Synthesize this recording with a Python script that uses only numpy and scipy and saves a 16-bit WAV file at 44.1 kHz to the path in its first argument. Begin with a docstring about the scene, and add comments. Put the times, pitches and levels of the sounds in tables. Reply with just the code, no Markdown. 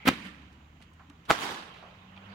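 """A Roman candle outdoors at night: noise rushes from the tube and the shot leaves with a hollow bang.
About 1.2 s later the star bursts overhead: a sharp pressure jump, then noise rolling back as echoes.
Sparks tick, soft pops and late echoes are noise bursts; a faint whistle is noise in a narrow band.
A distant engine hums as two sine waves whose pitch sags, then climbs, over wash, rumble and hiss."""
import sys
import numpy as np
from scipy import signal
from scipy.fft import rfft, irfft
from scipy.io import wavfile

SR = 44100
rng = np.random.default_rng(int(sys.argv[2]) if len(sys.argv) > 2 else 0)


def persist_wave(psi):
    """Save psi, clipped to +-1, as 16-bit WAV."""
    counts = np.round(np.clip(psi, -1, 1) * 32767).astype(np.int16)
    wavfile.write(sys.argv[1], SR, np.atleast_2d(counts).T)


N = 103282  # length in samples
T = np.arange(N) / SR  # time in seconds

# Below, a fade time is the seconds a sound takes to drop by 60 dB.
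# Width is bandwidth divided by centre frequency. Levels are those before later filters.
# A swell's rise is the seconds per 60 dB before its turning point; negative means it was louder before.

# Sharp pressure fronts of both bangs and their first reflections. Each row: start in seconds,
# level in dB, length of the push in ms, left minus right in dB, ringing in the housing in dB.
SHOCK_FRONTS = [(0.0854, 6, 0.25, 1, -12), (.0871, -3, 0.1, -10, -3), (.08925, 3, 0.3, 2, -12),
                (1.30540, 4.5, 0.35, -6, 2), (1.3067, -3.5, 0.4, 5, 2), (1.31150, 5, 0.3, 3, -1)]
SHOCK_LOW_HZ, SHOCK_HIGH_HZ = 126, 4500
# Slow push of pressure under each bang. Each row: start in seconds, level in dB,
# length of the push in ms, left minus right in dB.
WHUMPS = [(.083, -24, 3.5, 0), (1.3054, -22, 2.2, 12)]
WHUMP_TOP_HZ = 130
# Brief ringing of the microphone housing. Each row: frequency in Hz, width as a ratio, level in dB.
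HOUSING_RINGS = [(764.5, 0.25, -9.5), (1243, 0.15, 2.5), (6850, 0.062, -6)]
# Close surfaces break up each front.
SCATTER_DB, SCATTER_FADE_S, SCATTER_TOP_HZ = -21, 0.01, 4450

# Starts of the hollow ringing; the last weak one is a reflection.
# Each row: start in seconds, level in dB.
TUBE_RING_STARTS = [(0.0543, -28), (0.0723, -16), (0.0838, -15), (.0878, -19), (.1135, -27)]
# Notes of the air in the tube. Each row: frequency in Hz, level in dB, fade time in seconds.
TUBE_MODES = [(250, 0, 0.03), (310, -8, .035), (490, -8, 0.035)]
TUBE_LOW_HZ = 130

# Gas leaving the tube. Each row: turning point in seconds, level in dB, rise in seconds,
# fade time in seconds.
MUZZLE_GAS = [(.056, -30, -5.77, 0.33), (.079, -16, .04, 0.045)]
# Tone colour of that gas. Each row: frequency in Hz, level in dB.
MUZZLE_COLOUR = [(60, -30.5), (140, -15), (250, 2), (600, -17), (1100, -6.5), (1900, -4), (3300, -10.5),
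                 (5500, -23), (8000, -29.5), (11000, -25), (15000, -25)]
IGNITION_S, IGNITION_RISE_S = 0.051, 0.0087
JET_DULLING_PER_KHZ = 0.038  # a weaker jet is duller: extra share of its level drop
FUSE_DB, FUSE_FADE_S, FUSE_HZ, FUSE_WIDTH = -52, 0.6, 2140, 0.15
# Brief swell of noise before the overhead crack. Each row: turning point in seconds, level in dB,
# rise in seconds, fade time in seconds.
CRACK_SWELL = [(1.3015, -19, 0.034, 0.018)]
# Tone colour of that swell. Each row: frequency in Hz, level in dB.
CRACK_SWELL_COLOUR = [(150, -19), (600, -17.5), (1200, -8), (2100, -25), (3700, -23), (5500, -38),
                      (12000, -41)]

# Scattered sound of the launch coming back. Each row: turning point in seconds, level in dB,
# rise in seconds, fade time in seconds.
LAUNCH_ECHOES = [(.093, -28.5, -5.3, 0.23), (0.169, -44.5, -2, 1.33), (.262, -44, 0.25, 0.25)]
# Tone colour of the launch echoes. 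Each row: frequency in Hz, level in dB.
LAUNCH_ECHO_COLOUR = [(47, -36), (80, -11), (151, -9), (192, 1), (311, -5), (423, -20.5), (526, -16),
                      (640, -21), (890, -14.5), (2230, -11.5), (3310, -15.5), (5130, -26.5), (15000, -45)]
# Scattered sound of the burst coming back. Each row: turning point in seconds, level in dB,
# rise in seconds, fade time in seconds.
BURST_ECHOES = [(1.317, -26, 0.046, 0.2), (1.44, -32, 0.58, 0.58), (1.511, -37.5, 0.17, 0.642)]
# Tone colour of the burst echoes. Each row: frequency in Hz, level in dB.
BURST_ECHO_COLOUR = [(47, -50), (80, -20), (124, -5), (330, -1), (587, -5), (930, 2.5), (1790, -2.5),
                     (2230, -9), (2600, -4), (3610, -6.5), (15000, -31.5)]
LAUNCH_S, BURST_S = 0.081, 1.308  # no echo roll sounds before these times
LAUNCH_AIR_LOSS, BURST_AIR_LOSS = 4, 3.5  # treble lost in the air, dB per second per kHz
ECHO_GRAIN_DB, ECHO_PATCHY_DB = 1.5, 1.66
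# Separate reflections of the bangs. Each row: start in seconds, level in dB, centre in Hz.
SLAPS = [(.1345, -41, 2000), (1.317, -27, 800), (1.33, -29, 800), (1.491, -31, 900)]
SLAP_FADE_S, SLAP_WIDTH = 0.045, 1.2

# Ticking sparks. Each row: start in seconds, level in dB, fade time in seconds, centre in Hz.
SPARKS = [(0.526, -65, 0.09, 4000), (.803, -61, .19, 790), (.815, -56, .053, 2370),
          (.823, -53.5, .06, 2900), (0.834, -62, 0.06, 3200), (.934, -65, 0.04, 7400),
          (1.0992, -48, 0.018, 3000), (1.253, -57, .09, 3200)]
SPARK_WIDTH, SPARK_GRAIN_DB, SPARK_TOP_HZ = 0.575, 4.5, 7000
# Dry snaps close by. Each row: start in seconds, level in dB.
SNAPS = [(2.1643, -46), (2.1754, -42.5)]
SNAP_HZ, SNAP_WIDTH, SNAP_FADE_S = 2750, 0.29, 0.023
# Faint whistle. Each row: turning point in seconds, level in dB, rise in seconds, fade time in seconds.
WHISTLE_SWELLS = [(.96, -71, .7, .9)]
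WHISTLE_HZ, WHISTLE_WIDTH = 1880, 0.025
# Soft pops and late echoes of the burst. Each row: start in seconds, level in dB,
# fade time in seconds, centre in Hz.
SOFT_POPS = [(.995, -53, 0.24, 1065), (1.101, -57, 0.15, 1110), (1.739, -58, 0.6, 2880),
             (1.825, -51, 0.55, 683), (2.168, -52, .15, 990)]
POP_WIDTH = 0.75
# Low hollow tones, the first an echo of the tube's ring. Each row: turning point in seconds,
# level in dB, fade time in seconds, pitch in Hz.
HOLLOW_TONES = [(.26, -38, .11, 205), (1.103, -45, .08, 285)]
HOLLOW_RISE_S = 0.04

# Firing rate of the distant engine. Each row: time in seconds, rate in Hz.
ENGINE_HZ = [(0, 71.07), (.42, 69.06), (.75, 75.37), (1.6, 86.76), (2.0, 93.5), (2.34, 99)]
# Its two tones. Each row: time in seconds, level in dB at the firing rate, level in dB at twice that.
ENGINE_DB = [(0, -61, -59), (.33, -63, -72), (.45, -53, -64.5), (1.05, -57, -62), (1.7, -71, -60.5),
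             (2.08, -66, -56), (2.17, -55, -53.5), (2.34, -51, -50)]
ENGINE_WAVER_DB = 1.5
# Level of the open-air wash. Each row: time in seconds, level in dB.
AIR_DB = [(0, -56), (.3, -60), (.7, -66), (1.2, -64.5), (1.7, -52), (2.08, -59), (2.2, -57), (2.34, -52)]
# Tone colour of the wash. Each row: frequency in Hz, level in dB.
AIR_COLOUR = [(200, -32), (330, -6), (1100, 2), (2100, -6), (2900, -3.5), (4200, -15.5), (5300, -23.5),
              (8700, -39), (15000, -42.5)]
# Tone colour of the low rumble. Each row: frequency in Hz, level in dB.
RUMBLE_COLOUR = [(25, -15), (65, -2.5), (157, -4), (258, -7), (450, -22.5), (580, -38), (990, -120)]
# Tone colour of the steady microphone hiss. Each row: frequency in Hz, level in dB.
HISS_COLOUR = [(300, -3), (2500, 4), (5000, -10), (7500, -2.5), (8600, -24), (15000, -15)]
RUMBLE_DB, HISS_DB = -59.5, -70.5

# How the two microphone ports differ. 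Each row: frequency in Hz, left minus right in dB.
PORT_BALANCE = [(150, -1), (700, -2), (2400, -9), (4400, -5), (8000, 4.5), (15000, 7.5)]
PORT_SPACING_S = 0.0005135  # sound's travel time between the two ports
CUTOFF_HZ = 16000


def shocks():
    """Sharp fronts ring in the housing, trailed by close scatter, over a low whump."""
    fronts, ringing, scatter = np.zeros((3, 2, N))
    for start, db, push_ms, pan_db, ring_db in SHOCK_FRONTS:
        strength = panned(pan_db) * from_db(db)
        front = strength * blast_wave(start, push_ms)
        fronts += front
        ringing += from_db(ring_db) * front
        scatter += strength * fading(start, SCATTER_FADE_S)
    scatter_noise = rms_one(butter(stereo_white(0.4), SCATTER_TOP_HZ, "low", order=1))
    cracks = fronts + from_db(SCATTER_DB) * scatter * scatter_noise
    cracks = butter(cracks, SHOCK_LOW_HZ, "high", order=1)
    cracks = butter(cracks, SHOCK_HIGH_HZ, "low", order=1)
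    cracks = from_db(-3.0) * butter(cracks, 7000, "low", order=1)
    rings = sum(from_db(db) * band(ringing, hz, width, order=1) for hz, width, db in HOUSING_RINGS)
    whumps = sum(from_db(db) * panned(pan_db) * blast_wave(start, push_ms)
                 for start, db, push_ms, pan_db in WHUMPS)
    return cracks + rings + butter(whumps, WHUMP_TOP_HZ, "low")


def blast_wave(start, push_ms):
    """A jump in pressure that falls into a longer suction."""
    age = np.maximum(T - start, 0) * 1000 / push_ms  # in push lengths
    return (T >= start) * (1 - age) * np.exp(-np.minimum(age, 50))


def tube():
    """The air in the tube rings hollow from each start, as sine waves that fade."""
    ring = np.zeros(N)
    for start, start_db in TUBE_RING_STARTS:
        for hz, mode_db, fade_s in TUBE_MODES:
            note = fading(start, fade_s) * np.sin(2 * np.pi * hz * (T - start))
            ring += from_db(start_db + mode_db) * note
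    return butter(ring, TUBE_LOW_HZ, "high") * panned(1.2)


def gas():
    """The fuse's hiss, and the rush of noise as gas leaves the muzzle."""
    fuse = puff(0, FUSE_DB, FUSE_FADE_S, FUSE_HZ, FUSE_WIDTH, alike=0.3)
    muzzle = coloured(MUZZLE_COLOUR, jet, diffuse=0.67, pan_db=2.5)
    return fuse + muzzle


def jet(hz):
    """The muzzle jet is brighter when it is stronger: the treble drops more than the bass."""
    flow = swells(MUZZLE_GAS)(hz)
    ignition = np.clip((T - IGNITION_S) / IGNITION_RISE_S, 0, 1)
    dulling = (flow / flow.max()) ** (JET_DULLING_PER_KHZ * hz / 1000)
    return ignition * flow * dulling


def crack_swell():
    """A brief swell of noise before the overhead crack."""
    return coloured(CRACK_SWELL_COLOUR, swells(CRACK_SWELL), diffuse=0.96, pan_db=1.5)


def echoes():
    """Ground, trees and houses scatter both bangs back as a grainy roll."""
    launch = coloured(LAUNCH_ECHO_COLOUR, swells(LAUNCH_ECHOES, LAUNCH_AIR_LOSS),
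                      diffuse=1, pan_db=0.1, patchy_db=ECHO_PATCHY_DB)
    burst = coloured(BURST_ECHO_COLOUR, swells(BURST_ECHOES, BURST_AIR_LOSS),
                     diffuse=1, pan_db=0.1, patchy_db=ECHO_PATCHY_DB)
    roll = (T >= LAUNCH_S) * launch + (T >= BURST_S) * burst
    return roll * from_db(ECHO_GRAIN_DB * flicker(400))


def slaps():
    """Larger surfaces return the bangs as separate cracks."""
    return ports(sum(puff(start, db, SLAP_FADE_S, hz, SLAP_WIDTH, alike=0.3) for start, db, hz in SLAPS))


def sparks():
    """Sparks tick as short, grainy bursts of noise with softened treble."""
    ticks = sum(puff(start, db, fade_s, hz, SPARK_WIDTH, alike=0.3, order=1)
                for start, db, fade_s, hz in SPARKS)
    grainy = ticks * from_db(SPARK_GRAIN_DB * flicker(650))
    return ports(butter(grainy, SPARK_TOP_HZ, "low", order=1))


def snaps():
    """Dry snaps are noise bursts that fade very fast."""
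    return ports(sum(puff(start, db, SNAP_FADE_S, SNAP_HZ, SNAP_WIDTH, alike=0.345) for start, db in SNAPS))


def whistle():
    """A faint airy whistle, noise in a narrow band, swells while the star climbs and then fades."""
    tone = rms_one(band(stereo_white(0.5), WHISTLE_HZ, WHISTLE_WIDTH))
    return tone * swells(WHISTLE_SWELLS)(WHISTLE_HZ)


def soft_pops():
    """Soft pops and late echoes of the burst: wide bands of noise that die away."""
    return ports(sum(puff(start, db, fade_s, hz, POP_WIDTH, alike=0.72)
                     for start, db, fade_s, hz in SOFT_POPS))


def hollow_tones():
    """Low hollow tones, sine waves that swell and fade; the first is an echo of the tube's ring."""
    tones = np.zeros(N)
    for turn_s, db, fade_s, hz in HOLLOW_TONES:
        level = swells([(turn_s, db, HOLLOW_RISE_S, fade_s)])(hz)
        tones += level * np.sin(2 * np.pi * hz * (T - turn_s))
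    return tones


def engine():
    """A far exhaust hum, unsteady in pitch and level: the firing rate and its octave."""
    hz, = in_time(ENGINE_HZ)
    phase = 2 * np.pi * np.cumsum(hz * (1 + 0.008 * flicker(18))) / SR
    hum = np.zeros(N)
    for multiple, db in enumerate(in_time(ENGINE_DB), start=1):
        hum += from_db(db + ENGINE_WAVER_DB * flicker(14)) * np.sin(multiple * phase)
    return hum * panned(-1.1)


def night_air():
    """Far wash of sound, low rumble and steady hiss, all made from coloured noise."""
    level = from_db(in_time(AIR_DB)[0])
    wash = coloured(AIR_COLOUR, lambda hz: level, diffuse=1, pan_db=0.0, patchy_db=2.5)
    rumble = coloured(RUMBLE_COLOUR, lambda hz: from_db(RUMBLE_DB), diffuse=1, pan_db=1.3)
    hiss = coloured(HISS_COLOUR, lambda hz: from_db(HISS_DB), diffuse=0.92, pan_db=0)
    return wash + rumble + hiss


def coloured(spectrum, envelope, diffuse, pan_db, patchy_db=0):
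    """Noise in narrow bands under envelope(Hz); diffuse sound differs between the spaced ports."""
    edges = np.geomspace(22, 17000, 33)
    centres = np.sqrt(edges[1:] * edges[:-1])
    gains = from_db(at_hz(spectrum, centres)) * np.sqrt(centres)  # higher bands are wider
    gains /= np.linalg.norm(gains)
    out = np.zeros((2, N))
    for low, high, hz, gain in zip(edges, edges[1:], centres, gains):
        # Low notes reach both ports almost alike, high notes do not.
        alike = 1 - diffuse * (1 - 1.023 * np.sinc(2 * hz * PORT_SPACING_S))
        noise = rms_one(butter(stereo_white(alike), [low, high], "band", order=3))
        patches = from_db(patchy_db * flicker(20)) if patchy_db else 1
        balance = panned(at_hz(PORT_BALANCE, hz) + pan_db)
        out += gain * envelope(hz) * patches * noise * balance
    return out


def swells(rows, air_loss=0):
    """Envelope of swells that turn and die away; with air_loss the treble fades sooner."""
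    def envelope(hz):
        power = 0
        for turn_s, db, rise_s, fade_s in rows:
            before = 60 * np.maximum(turn_s - T, 0) / rise_s
            after = np.maximum(T - turn_s, 0) * (60 / fade_s + air_loss * hz / 1000)
            level_db = np.maximum(db - before - after, -200)
            power = power + np.exp(level_db * np.log(10) / 10)
        return np.sqrt(power)
    return envelope


def puff(start, db, fade_s, hz, width, alike, order=2):
    """A sudden burst of noise that dies away, heard through a resonance."""
    white = stereo_white(alike)
    burst = white * from_db(db) * fading(start, fade_s)
    steady_level = np.std(band(white, hz, width, order=order))
    return band(burst, hz, width, order=order) / steady_level


def fading(start, fade_s):
    """A sudden start at full level, then a steady fade in dB."""
    return (T >= start) * from_db(-np.minimum(60 * np.abs(T - start) / fade_s, 200))


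def ports(x):
    """The two ports favour different parts of the spectrum."""
    hz = np.maximum(np.arange(N // 2 + 1) * SR / N, 1)
    return irfft(rfft(x) * panned(at_hz(PORT_BALANCE, hz)), N)


def panned(pan_db):
    """Left and right gains from left minus right in dB."""
    return from_db(np.array([[0.5], [-0.5]]) * pan_db)


def stereo_white(alike):
    """White noise, partly shared by both sides."""
    mid, side = rng.standard_normal((2, N))
    alike = np.clip(alike, -1, 1)
    return np.sqrt(1 + alike) * mid + np.sqrt(1 - alike) * side * np.array([[1], [-1]])


def flicker(rate_hz):
    """Random wander of unit spread, no faster than about rate_hz."""
    return rms_one(butter(rng.standard_normal(N), rate_hz, "low"))


def band(x, hz, width, order=2):
    """Keep a band of frequencies around hz; width is bandwidth over centre."""
    spread = width / 2 + np.sqrt(1 + width ** 2 / 4)
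    return butter(x, [hz / spread, hz * spread], "band", order=order)


def butter(x, hz, kind, order=2):
    """Butterworth filter that works forwards in time."""
    sos = signal.butter(order, np.clip(hz, 10, 0.45 * SR), kind, fs=SR, output="sos")
    return signal.sosfilt(sos, x + 1e-18)


def at_hz(points, hz):
    """Read a spectrum on a log-frequency axis."""
    points = np.array(points)
    return np.interp(np.log(hz), np.log(points[:, 0]), points[:, 1])


def in_time(rows):
    """Columns of a curve, sample by sample."""
    seconds, *columns = np.transpose(rows)
    return [np.interp(T, seconds, column) for column in columns]


def from_db(db):
    """Decibels to gain."""
    return 10 ** (np.asarray(db) / 20)


def rms_one(x):
    """Scale to an average (rms) level of one."""
    return x / np.sqrt(np.mean(x ** 2) + 1e-20)


def scene():
    """Everything as it reaches the microphones."""
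    candle = shocks() + tube() + gas() + crack_swell() + echoes() + slaps()
    small_sounds = sparks() + snaps() + whistle() + soft_pops() + hollow_tones()
    return candle + small_sounds + engine() + night_air()


def record(dry):
    """Peaks are rounded and the top is cut."""
    rounded = np.tanh(dry)
    top_cut = signal.ellip(10, 0.1, 80, CUTOFF_HZ, fs=SR, output="sos")
    return signal.sosfilt(top_cut, rounded)


dry = scene()
out = record(dry)
persist_wave(out)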